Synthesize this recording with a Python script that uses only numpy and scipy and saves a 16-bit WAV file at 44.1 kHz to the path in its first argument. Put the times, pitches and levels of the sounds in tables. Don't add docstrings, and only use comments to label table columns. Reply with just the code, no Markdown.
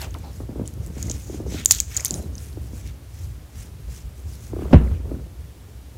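import sys
import numpy as np
from scipy import signal
from scipy.fft import rfft, irfft
from scipy.io import wavfile
from scipy.ndimage import uniform_filter1d

SR = 44100
rng = np.random.default_rng(int(sys.argv[2]) if len(sys.argv) > 2 else 0)


def waveform_to_disk(signal):
    frames = np.transpose(np.atleast_2d(signal))
    scaled = np.clip(frames, -1, 1) * 32767
    samples = np.round(scaled).astype(np.int16)
    wavfile.write(sys.argv[1], SR, samples)


def makeup_ratio(level_db):
    decades = np.asarray(level_db, float) / 20
    return 10 ** decades


N = 263316

# (peak time [s], length [s], level [dB], pressure [dB])
STROKES = [(0.021, 0.079, -43.5, 8.5), (.2, 0.23, -61, 8.5), (.36, 0.14, -56, -6), (.68, 0.056, -52, -5.5),
           (.852, 0.094, -54, -3.5), (1.005, 0.11, -46.5, 1.5), (1.12, .16, -46.5, 0.5),
           (1.22, 0.28, -52, -5.5), (1.345, 0.1, -49, 0.5), (1.53, 0.097, -44, 1),
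           (1.589, 0.082, -41.5, 4.5), (1.675, 0.056, -43.5, -2), (1.73, 0.074, -35, 1.5),
           (1.79, 0.11, -41.5, 0), (1.958, 0.1384, -39, 0), (2.07, 0.081, -42.5, 2),
           (2.14, 0.19, -45.5, -6), (2.43, 0.17, -50.5, -3), (2.655, 0.098, -58, -8),
           (2.776, 0.11, -51, -4), (2.87, 0.1, -56.5, 9.5), (3.211, 0.19, -53, -3), (3.606, .12, -48, -3),
           (3.953, 0.12, -48.5, -2.5), (4.187, 0.068, -60, -9), (4.334, 0.13, -51, -3.5),
           (4.453, 0.11, -51.5, -5), (4.62, 0.091, -61, 13), (4.75, 0.14, -54, 10),
           (4.92, 0.21, -63.5, 14.5)]
STROKE_RISE, STROKE_REST_DB = 0.49, -72
CREAK_SPREAD, CREAK_TONE = 7, 1.1


def evened(x):
    return x / np.sqrt(np.mean(x ** 2) + 1e-20)


def read(points, hz, column=1):
    table = np.transpose(points)
    return np.interp(np.log(hz + 1), np.log(table[0] + 1), table[column])


def add(mix, s, sound):
    part = mix[round(s * SR):][:len(sound)]
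    part += sound[:len(part)]


def colour(x, spectrum):
    gain = makeup_ratio(read(spectrum, np.fft.rfftfreq(len(x), 1 / SR)))
    return evened(irfft(rfft(x) * gain, len(x)))


def lumpy(depth_db, ms):
    width = int(ms * SR / 1000)
    wander = uniform_filter1d(uniform_filter1d(rng.standard_normal(N), width), width)
    return rng.standard_normal(N) * makeup_ratio(depth_db * evened(wander))


def patchy(x, depth_db):
    z = signal.stft(x, nperseg=256)[2]
    field = uniform_filter1d(rng.standard_normal(z.T.shape), 8, 0)
    field = uniform_filter1d(field, 6, 1).T
    return evened(signal.istft(z * makeup_ratio(depth_db * evened(field)), nperseg=256)[1][:N])


def ring(x, hz, width_hz):
    r = np.exp(-np.pi * width_hz / SR)
    y = signal.lfilter([1, 0, -1], [1, -2 * r * np.cos(2 * np.pi * hz / SR), r * r], x)
    return y / abs(y).max()


def onset(t, rise_ms):
    return 1 - np.exp(-(t / rise_ms * 1000) ** 2)


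def glide(db, above_hz, hz, glide_ms, t60, rise_ms):
    t, tau = np.arange(SR // 3) / SR, glide_ms / 1000
    turns = hz * t + above_hz * tau * (1 - np.exp(-t / tau))
    return makeup_ratio(db - 60 * t / t60) * np.sin(2 * np.pi * turns) * onset(t, rise_ms)


def swells(rows, db, rise, rest_db, square=1.71):
    t, power = np.arange(0, N + 64, 64) / SR, makeup_ratio(2 * rest_db)
    for (s, length, *_), level_db in zip(rows, db):
        u = (t - s) / length
        distance = abs(np.where(u < 0, u / rise, u / (1 - rise)))
        power = power + makeup_ratio(2 * level_db - 18.1 * distance ** square)
    return np.interp(np.arange(N) / SR, t, np.sqrt(power))


def swishes(rows, spread, tone=0):
    out = np.zeros(N)
    for (s, length, db, start_hz, end_hz), z in zip(rows, rng.standard_normal((len(rows), SR // 4))):
        n, r = int(length * SR), np.exp(-np.pi * spread * np.sqrt(start_hz) / SR)
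        turn = np.exp(2j * np.pi * np.cumsum(np.geomspace(start_hz, end_hz, n)) / SR)
        fuzz = signal.lfilter([1], np.convolve([1, -r], [1, -r]), z[:n] / turn)
        size = abs(fuzz)
        band = evened((turn * (evened(size) * fuzz / size + tone)).real)
        fade = signal.windows.tukey(n, .5) * np.linspace(1.3, .6, n)
        add(out, s, makeup_ratio(db) * band * fade)
    return out


def tags():
    # (time [s], level [dB], ring [Hz], contact [ms])
    face = [(0.108, -38, 6670, 2.4), (0.6766, -20, 7330, 0.7), (1.098, -14.5, 6400, 0.45),
            (1.1, -19.5, 6300, 3.3), (1.1115, -18.5, 6600, 3.6), (1.115, -12.5, 6650, 0.58),
            (1.7149, 0.5, 7300, 1.3), (1.8023, 4, 6800, 0.61), (1.8205, -22, 7200, 2.3),
            (1.9678, -10, 6770, 6.3), (1.9735, -5, 6700, 1.9), (2.354, -30, 6360, 1.1),
            (2.3811, -27, 5500, 2.3)]
    # (time [s], level [dB], ring [Hz], contact [ms])
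    edge = [(0.017, -27, 4530, 1.1), (0.1869, -35, 8000, 1.4), (0.7388, -36, 6740, 1.7),
            (0.8633, -30.5, 8000, 1.1), (0.8727, -36, 7840, 1.4), (1.649, -20.5, 9640, 0.7),
            (1.7208, 1, 6300, 1.3), (1.8025, -19.5, 5000, 1.596), (1.8083, -21.5, 7700, 1.8),
            (1.971, -19, 7060, 5), (2.0483, -7.5, 7700, 3.41), (2.0623, -11, 6060, 1.4),
            (2.0815, -23.5, 6510, 2.1)]
    # (time [s], level [dB], ring [Hz], contact [ms])
    slap = [(0.6599, -38, 7800, 1.8), (0.671, -41, 7150, 1.7), (1.0273, -16.5, 6800, 3.2),
            (1.658, 4.5, 6950, 4.4), (1.7095, 10.5, 6890, 4.2), (1.749, -17, 7400, 2.2),
            (1.786, -16.5, 6400, 0.95), (1.9466, -28, 6500, 1.4), (2.0066, -18.5, 7040, 4.6),
            (2.056, -10.5, 6540, 4.4), (2.065, -22, 6500, 2.5), (2.068, -23, 6070, 1.1),
            (2.1082, -13, 7060, 1.2), (2.141, -22.5, 6630, 1.4)]
    # (time [s], level [dB], ring [Hz], contact [ms])
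    dull = [(0.1422, -40, 2900, 2.1), (0.657, -48, 6160, 4.2), (1.7231, -23.5, 6280, 8.9),
            (1.9964, -40, 5810, 1.6), (2.5294, -49, 5560, 1.7), (2.8748, -44, 6200, 0.64)]
    # (thud over ring [dB], fizz over ring [dB], rise [ms], opening blow [ratio])
    kinds = [
        (-18.5, -28.5, .6, 1.44),
        (-30, -10, .3, 3.4),
        (-13, -20.5, 0.37, 2.2),
        (6, -5, 0.26, 2.8),
    ]
    # (time [s], peak [dB], note [Hz], t60 [ms])
    ticks = [(0.234, -50, 5100, 30), (.362, -40, 6900, 15), (0.656, -34.5, 3070, 13),
             (1.084, -33, 2050, 14), (1.6602, -19, 7200, 4.9), (1.68, -17, 5930, 6), (1.689, -19, 7000, 10),
             (1.6975, -17, 6460, 10), (1.701, -11, 7300, 8.2), (1.706, -22, 6800, 12), (1.7149, 1, 7000, 4),
             (1.789, -13, 2700, 4.2), (1.802, -11.5, 14800, 3.5), (1.9688, -19, 7300, 5.3),
             (1.9966, -11, 2100, 4.9), (2.004, -25, 5200, 7), (2.007, -24, 2300, 11),
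             (2.0355, -35, 6000, 8), (2.04, -29, 6600, 8), (2.052, -30, 3500, 9.9), (2.059, -20, 5440, 16),
             (4.531, -48.5, 1300, 18), (4.562, -33.5, 1260, 16), (4.588, -36, 1170, 22),
             (4.62, -39, 1150, 22), (4.651, -33, 1170, 22), (5.093, -39, 1480, 14), (5.113, -40, 944, 16),
             (2.11, -35, 3700, 7.5), (2.14, -26, 5470, 11), (2.214, -48, 4080, 59),
             (2.238, -44.5, 4040, 39), (2.048, -17.5, 2100, 6.4),
             (1.659, -14, 9050, 4), (1.658, -15, 13700, 4.5), (1.7163, -2.5, 7100, 6),
                 (1.7205, -10.5, 14900, 5), (1.7205, -8.5, 9300, 5), (1.7245, -14.5, 6500, 6),
                 (1.786, -19, 8600, 5), (1.791, -17, 3280, 9), (1.8015, -5, 15560, 5),
                 (1.8015, -12.5, 10900, 5), (1.8017, -8.5, 13440, 4.6), (1.804, -17.5, 2400, 7.5),
                 (1.808, -22, 13600, 4), (1.931, -21, 6550, 6), (1.938, -30, 6000, 6),
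                 (1.9466, -28, 8500, 5), (1.9664, -10, 11500, 6), (1.9715, -22, 15000, 6),
                 (1.9745, -18, 4300, 8.7), (1.985, -30, 14000, 4), (2.007, -27, 9000, 8),
                 (2.048, -6, 15020, 6), (2.049, -11, 11500, 7), (2.048, -11, 9400, 7.3),
                 (2.062, -14, 15000, 5), (2.062, -20, 9000, 5), (2.0815, -26, 9300, 6),
                 (2.108, -18, 9200, 5.4), (2.141, -22, 9600, 4), (2.141, -23, 3880, 8),
                 (2.146, -45, 5000, 60), (2.15, -42, 4000, 50), (.1427, -29, 3700, 9.2),
                 (.33, -45, 5400, 30)]
    out, t = np.zeros(N), np.arange(700) / SR
    for rows, (thud_db, fizz_db, rise_ms, blow) in zip([face, edge, slap, dull], kinds):
        noises = rng.standard_normal((len(rows), 3, len(t)))
        for (s, db, hz, ms), (a, b, c) in zip(rows, noises):
            contact = np.exp(-(t / (0.32 * ms / 1000)) ** 1.2) + 0.03 * np.exp(-t / 0.0061)
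            contact = contact * onset(t, rise_ms)
            first = blow * (t < 1.5 / SR)
            note = ring(ring(a * contact + first, hz, 1099.4), hz, 2920)
            push = np.diff(b * contact + 0.4 * first, prepend=0)
            thud = ring(ring(push, 4450, 2817), 3640, 2900)
            fizz = ring(ring(c * contact ** 1.4 + 0.43 * first, 13500, 8000), 11000, 9000)
            add(out, s, makeup_ratio(db) * (note + makeup_ratio(thud_db + 2.5) * thud + makeup_ratio(fizz_db + 12.0) * fizz))
    t = np.arange(SR // 8) / SR
    for s, db, hz, t60_ms in ticks:
        add(out, s, makeup_ratio(db - 60000 * t / t60_ms) * np.sin(2 * np.pi * hz * t) * (1 - np.exp(-t / 0.000866)))
    return out


def rolls():
    # (peak time [s], level [dB], note [Hz], half width [ms])
    rolling = [(1.9669, -5.5, 6850, 0.5), (1.9742, -8, 6600, .6), (2.1086, -8, 7100, 0.46),
               (2.1086, -23, 4400, .4), (2.1086, -18, 5900, .5), (2.0563, -24.5, 3400, 0.47),
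               (2.0484, -6, 8300, 0.28), (1.7208, -6.5, 9300, 0.401), (1.6581, -7.5, 11500, 0.13),
               (2.0052, -27, 5500, .6), (2.1416, -19, 6800, 0.57), (2.1416, -23.5, 5500, .8),
               (1.7493, -15, 6800, .35), (2, -18.5, 6500, .6), (2.0573, -15.5, 6500, 1),
               (2.0818, -27, 6500, 0.83), (1.9471, -25, 6500, .6), (2.3812, -30, 5150, 0.96),
               (2.3546, -33.5, 6260, 0.88), (.0172, -32, 4380, 1.1), (0.0165, -34, 5400, 1),
               (.0172, -35, 7000, 1), (.1435, -36, 2900, 0.7), (.1088, -42, 6500, 1.4),
               (1.7101, -14.5, 2600, 1.1), (1.7101, -18.5, 1400, 1.1), (1.69, -25, 7200, 0.59),
               (1.7137, -7, 7000, .35), (1.7166, -7, 7100, .6), (2.875, -40.5, 10300, .5),
               (2.875, -46, 6000, 0.76), (.6768, -28, 10200, .3)]
    out, t = np.zeros(N), np.arange(-150, 250) / SR
    for s, db, hz, ms in rolling:
        swell = np.exp(-(t / np.where(t < 0, 1, 1.5) / ms * 1000) ** 2)
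        add(out, s + t[0], makeup_ratio(db) * swell * np.cos(2 * np.pi * hz * t))
    return out


def bedroom(x):
    t = np.arange(SR // 4) / SR
    tail = rng.standard_normal(len(t)) * makeup_ratio(-60 * t / 0.323) * (t > .003)
    return signal.fftconvolve(x, tail / np.linalg.norm(tail))[:N]


def rattle():
    level = swells(STROKES, np.transpose(STROKES)[2], STROKE_RISE, STROKE_REST_DB)
    shaken = np.clip((20 * np.log10(level) + 51.0) / 14, 0, 1.5)
    draw, size, which = rng.random(N), rng.exponential(1, N), rng.integers(0, 6, N)
    struck = draw < 260 * shaken / SR
    hits = struck * level * makeup_ratio(6.5 + 2.57 * np.minimum(size, 1.5))
    t, out = np.arange(300) / SR, np.zeros(N)
    for k, hz in enumerate([4900, 5930, 6400, 6800, 7060, 7950]):
        tap = makeup_ratio(-60 * t / 0.0025) * np.sin(2 * np.pi * hz * t) * (1 - np.exp(-t / 0.00027))
        out += signal.oaconvolve(hits * (which == k), tap)[:N]
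    return out


def fur():
    # (frequency [Hz], level [dB])
    low = [(700, -33), (1400, -6.5), (2200, -3), (3600, -6.5), (5200, -17)]
    # (frequency [Hz], level [dB])
    mid = [(3800, -12.5), (5100, -5), (5900, -0.5), (7000, -2.5), (7900, -4.5), (8800, -9), (11000, -62.5)]
    # (frequency [Hz], level [dB])
    high = [(7500, -34), (9500, -2.5), (12500, -5.5), (16000, -9), (18000, -38.5)]
    slips, drag = patchy(lumpy(2.2, 2.5), 2.4), patchy(lumpy(2.2, 4), 2.2)
    db, pressure_db = np.transpose(STROKES)[2:]
    drag_db, fizz_db = db - 4.5 + pressure_db, db - 8.5 - pressure_db
    mix = swells(STROKES, db, STROKE_RISE, STROKE_REST_DB) * colour(slips, mid)
    mix += swells(STROKES, drag_db, STROKE_RISE, STROKE_REST_DB - 7.0) * colour(drag, low)
    return mix + swells(STROKES, fizz_db, STROKE_RISE, STROKE_REST_DB + 1.5) * colour(slips, high)


def thump():
    # (time [s], peak [dB], start above settled note [Hz], settled note [Hz], t60 [s])
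    waves = [
        (4.7325, 3, 48, 234, 0.044),
        (4.7368, -3.5, 70, 531, 0.045),
        (4.7436, 4, 238, 62.1, 0.13),
        (4.744, -0.5, 85, 158.5, 0.15),
        (4.7547, -6, 10, 109.2, 0.096),
        (4.761, -13, 6.4, 60.15, 0.97),
        (4.7636, 4.5, 6.7, 80, 0.075),
        (4.914, -12.5, 27, 83, 0.34),
    ]
    # (frequency [Hz], level [dB], t60 [s])
    tail_bands = [(58, -13.5, 0.41), (243, -14.5, 0.29), (613, -24, 0.11), (1200, -40.5, 0.41),
                  (3000, -45, 0.28), (7000, -65.5, 0.059)]
    out = np.zeros(N)
    for s, db, above_hz, hz, t60 in waves:
        add(out, s, glide(db, above_hz, hz, 3.3, t60, 0.435))
    hz, t, z = signal.stft(rng.standard_normal(SR // 2), SR, nperseg=512)
    t60 = read(tail_bands, hz, column=2)[:, None]
    z = z * makeup_ratio(read(tail_bands, hz)[:, None] - 60 * t / t60)
    tail = signal.istft(z, SR, nperseg=512)[1]
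    t, bass = np.arange(len(tail)) / SR, uniform_filter1d(uniform_filter1d(tail, size=40), size=40)
    crack = (tail - bass) * (1 + 1.53 * np.exp(-t / 0.016)) * np.minimum(t / 0.0074, 1)
    boom = bass * np.minimum(t / 0.0071, 1) ** 2
    add(out, 4.727, makeup_ratio(23.0) * (crack + boom))
    return out


def bed():
    # (peak time [s], length [s], mattress shake [dB], blanket rustle [dB])
    shifts = [(0.108, 0.45, -31, -44.5), (0.42, 0.06, -29.5, -39.5), (0.513, 0.073, -33, -36.5),
              (0.604, 0.11, -31, -31), (0.817, 0.28, -30, -40.5), (1.009, 0.18, -32.5, -37),
              (1.11, 0.14, -27, -38), (1.387, 0.32, -31, -35.5), (1.55, 0.1, -33.5, -36.5),
              (1.724, 0.25, -30.5, -44.5), (1.871, 0.09, -31, -49.5), (1.985, 0.16, -36, -49),
              (2.166, 0.25, -31.5, -35.5), (2.29, 0.52, -33.5, -47), (2.59, 0.23, -31.5, -46.5),
              (2.815, 0.3, -32.5, -48.5), (3.25, 0.23, -30.5, -60), (3.598, 0.23, -34, -50),
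              (3.856, 0.37, -33, -53.5), (4.065, 0.056, -29.5, -53.5), (4.345, 0.65, -36, -54),
              (4.567, .16, -27, -37.5), (4.648, 0.14, -29, -35), (4.758, 0.12, -30, -20),
              (4.851, .2, -23, -29.5), (5.106, 0.22, -26, -34.5), (5.434, 0.24, -37, -56),
              (5.675, 0.12, -51, -61.5), (5.761, 0.022, -38.5, -63), (5.945, 0.13, -40, -56)]
    # (frequency [Hz], level [dB])
    shake = [(18, -53), (32, -40), (40, -20), (58, 7), (80, 2.5), (125, -6), (170, -15.5), (300, -52)]
    # (frequency [Hz], level [dB])
    rustle = [(30, -22), (90, 9.5), (170, 9.5), (300, 4.5), (500, -4.5), (900, -18), (1600, -27.5),
              (3000, -59)]
    # (time [s], peak [dB], settled note [Hz], t60 [s])
    knocks = [(0.402, -19, 226, 0.044), (0.49, -24, 215, 0.075), (0.557, -23, 250, 0.069),
              (0.595, -19, 218, 0.075), (0.614, -45, 213, 0.044), (0.966, -32, 227, 0.11),
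              (1.1, -22, 277, 0.05), (1.296, -27, 322, 0.098), (1.342, -27, 283, 0.098),
              (1.4, -24.5, 298, 0.097), (1.462, -28, 375, 0.092), (1.521, -22.5, 231, 0.055),
              (1.542, -21, 243, 0.067), (2.104, -31.5, 330, 0.081), (2.194, -36.5, 207, 0.059),
              (2.571, -29, 295, 0.093), (2.731, -31.5, 203, 0.1), (4.532, -20.5, 293, 0.069),
              (4.564, -23, 312, 0.088), (4.59, -23.5, 305, 0.072), (4.62, -23, 280, 0.095),
              (4.654, -22.5, 337, 0.063), (4.711, -22, 263, 0.045), (5.036, -38, 298, 0.035),
              (5.053, -30, 282, 0.041), (5.148, -34, 302, 0.094), (5.114, -18, 257, 0.06),
              (5.195, -29.5, 228, 0.062)]
    rise, still_shake_db, still_rustle_db = 0.369, -42, -55.5
    shake_db, rustle_db = np.transpose(shifts)[2:]
    out = swells(shifts, shake_db, rise, still_shake_db, 1.6) * colour(lumpy(0.89, 21), shake)
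    folds = colour(lumpy(3.5, 5), rustle)
    out += swells(shifts, rustle_db + 1.5, rise, still_rustle_db, 2.03) * folds
    t = np.arange(SR // 8) / SR
    for (s, db, hz, t60), z in zip(knocks, rng.standard_normal((len(knocks), len(t)))):
        add(out, s, glide(db + 12.5, 1625, 1.052 * hz, 1.246, 0.4 * t60, 4.72))
        burst = z * makeup_ratio(-60 * t / (1.2 * t60)) * np.minimum(t / 0.0037, 1)
        crumple = ring(ring(burst, 1.85 * hz, 270), 350, 560)
        add(out, s, makeup_ratio(db - 16.0) * crumple)
    return out


def blanket():
    # (time [s], peak [dB], note [Hz], t60 [s])
    bumps = [(2.119, -34, 626, 0.036), (2.125, -24, 172, 0.065), (2.145, -26, 323, 0.034),
             (2.163, -37, 800, .03), (2.178, -37, 760, .05), (2.196, -24, 550, 0.023),
             (2.218, -37, 620, .04), (2.233, -39, 450, .04), (2.265, -36, 348, 0.044),
             (2.292, -36, 550, .03), (4.708, -36, 1090, .02), (4.708, -25, 560, 0.044),
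             (4.778, -21, 330, .05), (4.807, -25, 324, 0.065), (4.836, -33.5, 746, 0.04),
             (5.008, -43, 904, .03), (5.033, -37, 480, .03), (5.053, -41, 870, .03),
             (5.089, -32, 418, 0.046), (5.099, -42, 647, 0.02), (5.114, -27, 665, 0.015),
             (5.147, -39.5, 1430, 0.027), (5.164, -21, 248, 0.035), (5.196, -44, 1300, 0.024),
             (5.217, -33, 450, 0.036)]
    # (time [s], length [s], level [dB], start [Hz], end [Hz])
    rubs = [(0.001, .071, -47.5, 3310, 2410), (0.001, .061, -48.5, 7810, 7010),
            (0.002, .062, -45.5, 1710, 1310), (0.001, .072, -49.5, 5310, 5010),
            (.231, .091, -57.5, 4310, 4110), (.226, .071, -49.5, 855, 785), (.961, .241, -51.5, 6710, 7010),
            (1.181, .221, -52.5, 6910, 6510), (1.561, .071, -47.5, 2510, 2110),
            (1.571, .061, -47.5, 4010, 3610), (2.381, .201, -60.5, 11410, 11010),
            (2.331, .241, -59.5, 9110, 9010), (4.906, .031, -49.5, 1255, 1105), (1.96, .08, -48, 620, 520)]
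    # (time [s], length [s], level [dB], start [Hz], end [Hz])
    squeaks = [
        (.143, 0.014, -48.5, 3300, 1700),
        (.144, 0.0287, -45.5, 1550, 374),
        (.23, .03, -57, 5000, 5500),
        (.04, .03, -47, 905, 350),
    ]
    out = swishes(rubs, 11.2) + swishes(squeaks, CREAK_SPREAD, CREAK_TONE)
    for s, db, hz, t60 in bumps:
        add(out, s, glide(db + 1.0, 0.62 * hz, hz, 1.4, t60, 2.4))
    return out


def cloth_and_creaks():
    # (time [s], length [s], level [dB], start [Hz], end [Hz])
    cloth = [(0, 0.1, -43, 910, 330), (0, 0.044, -44, 11900, 11000), (.14, 0.048, -45, 1470, 300),
             (0.22, 0.12, -50, 710, 620), (1.505, 0.17, -46.5, 4300, 3000), (1.715, 0.065, -35, 4250, 3830),
             (1.655, 0.15, -40, 12800, 14200), (2.1, 0.12, -47, 636, 438), (1.935, 0.19, -51, 1290, 850),
             (2.135, 0.062, -44, 9650, 8950), (4.598, 0.11, -50, 1200, 1010)]
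    # (time [s], length [s], level [dB], start [Hz], end [Hz])
    creaks = [
        (4.868, 0.03, -47.5, 2750, 950),
        (4.935, 0.014, -53, 1660, 1400),
    ]
    return swishes(cloth, 24.4) + swishes(creaks, CREAK_SPREAD, CREAK_TONE)


def hiss():
    # (frequency [Hz], level [dB per Hz])
    spectrum = [(180, -2.5), (300, -3), (419, -4.5), (504, -7.5), (1350, -15), (14100, -24), (15500, -25.5),
                (16400, -41.5)]
    return makeup_ratio(-51.5) * colour(rng.standard_normal(N), spectrum)


def scene():
    clacks = tags() + rolls()
    clacks = clacks + makeup_ratio(-19.5) * bedroom(clacks)
    steady = hiss() + fur() + cloth_and_creaks()
    lowpass = signal.firwin(511, 15950, window=("kaiser", 8), fs=SR)
    softened = signal.oaconvolve(steady + .8 * clacks, lowpass, "same")
    return (.2 * clacks + rattle() + softened + bed() + thump() + blanket())[None]


def low_pass(x):
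    return signal.sosfilt(signal.butter(12, 15900, fs=SR, output="sos"), x)


def record(dry):
    lowpass = signal.firwin(511, 16450, window=("kaiser", 8), fs=SR)
    limited = signal.oaconvolve(dry, lowpass[None], "same")
    power_db = 10 * np.log10(abs(uniform_filter1d(limited[0] ** 2, 900, origin=449)) + 1e-12)
    fall = np.arange(N) * 49.0 / SR
    held_db = np.maximum.accumulate(power_db + fall) - fall
    over_db = np.maximum(held_db + 29.0, 0)
    ducked = limited / makeup_ratio(.12 * uniform_filter1d(over_db, 400, origin=199))
    return low_pass(np.clip(ducked, -1, 1))


dry = scene()
out = record(dry)
waveform_to_disk(out)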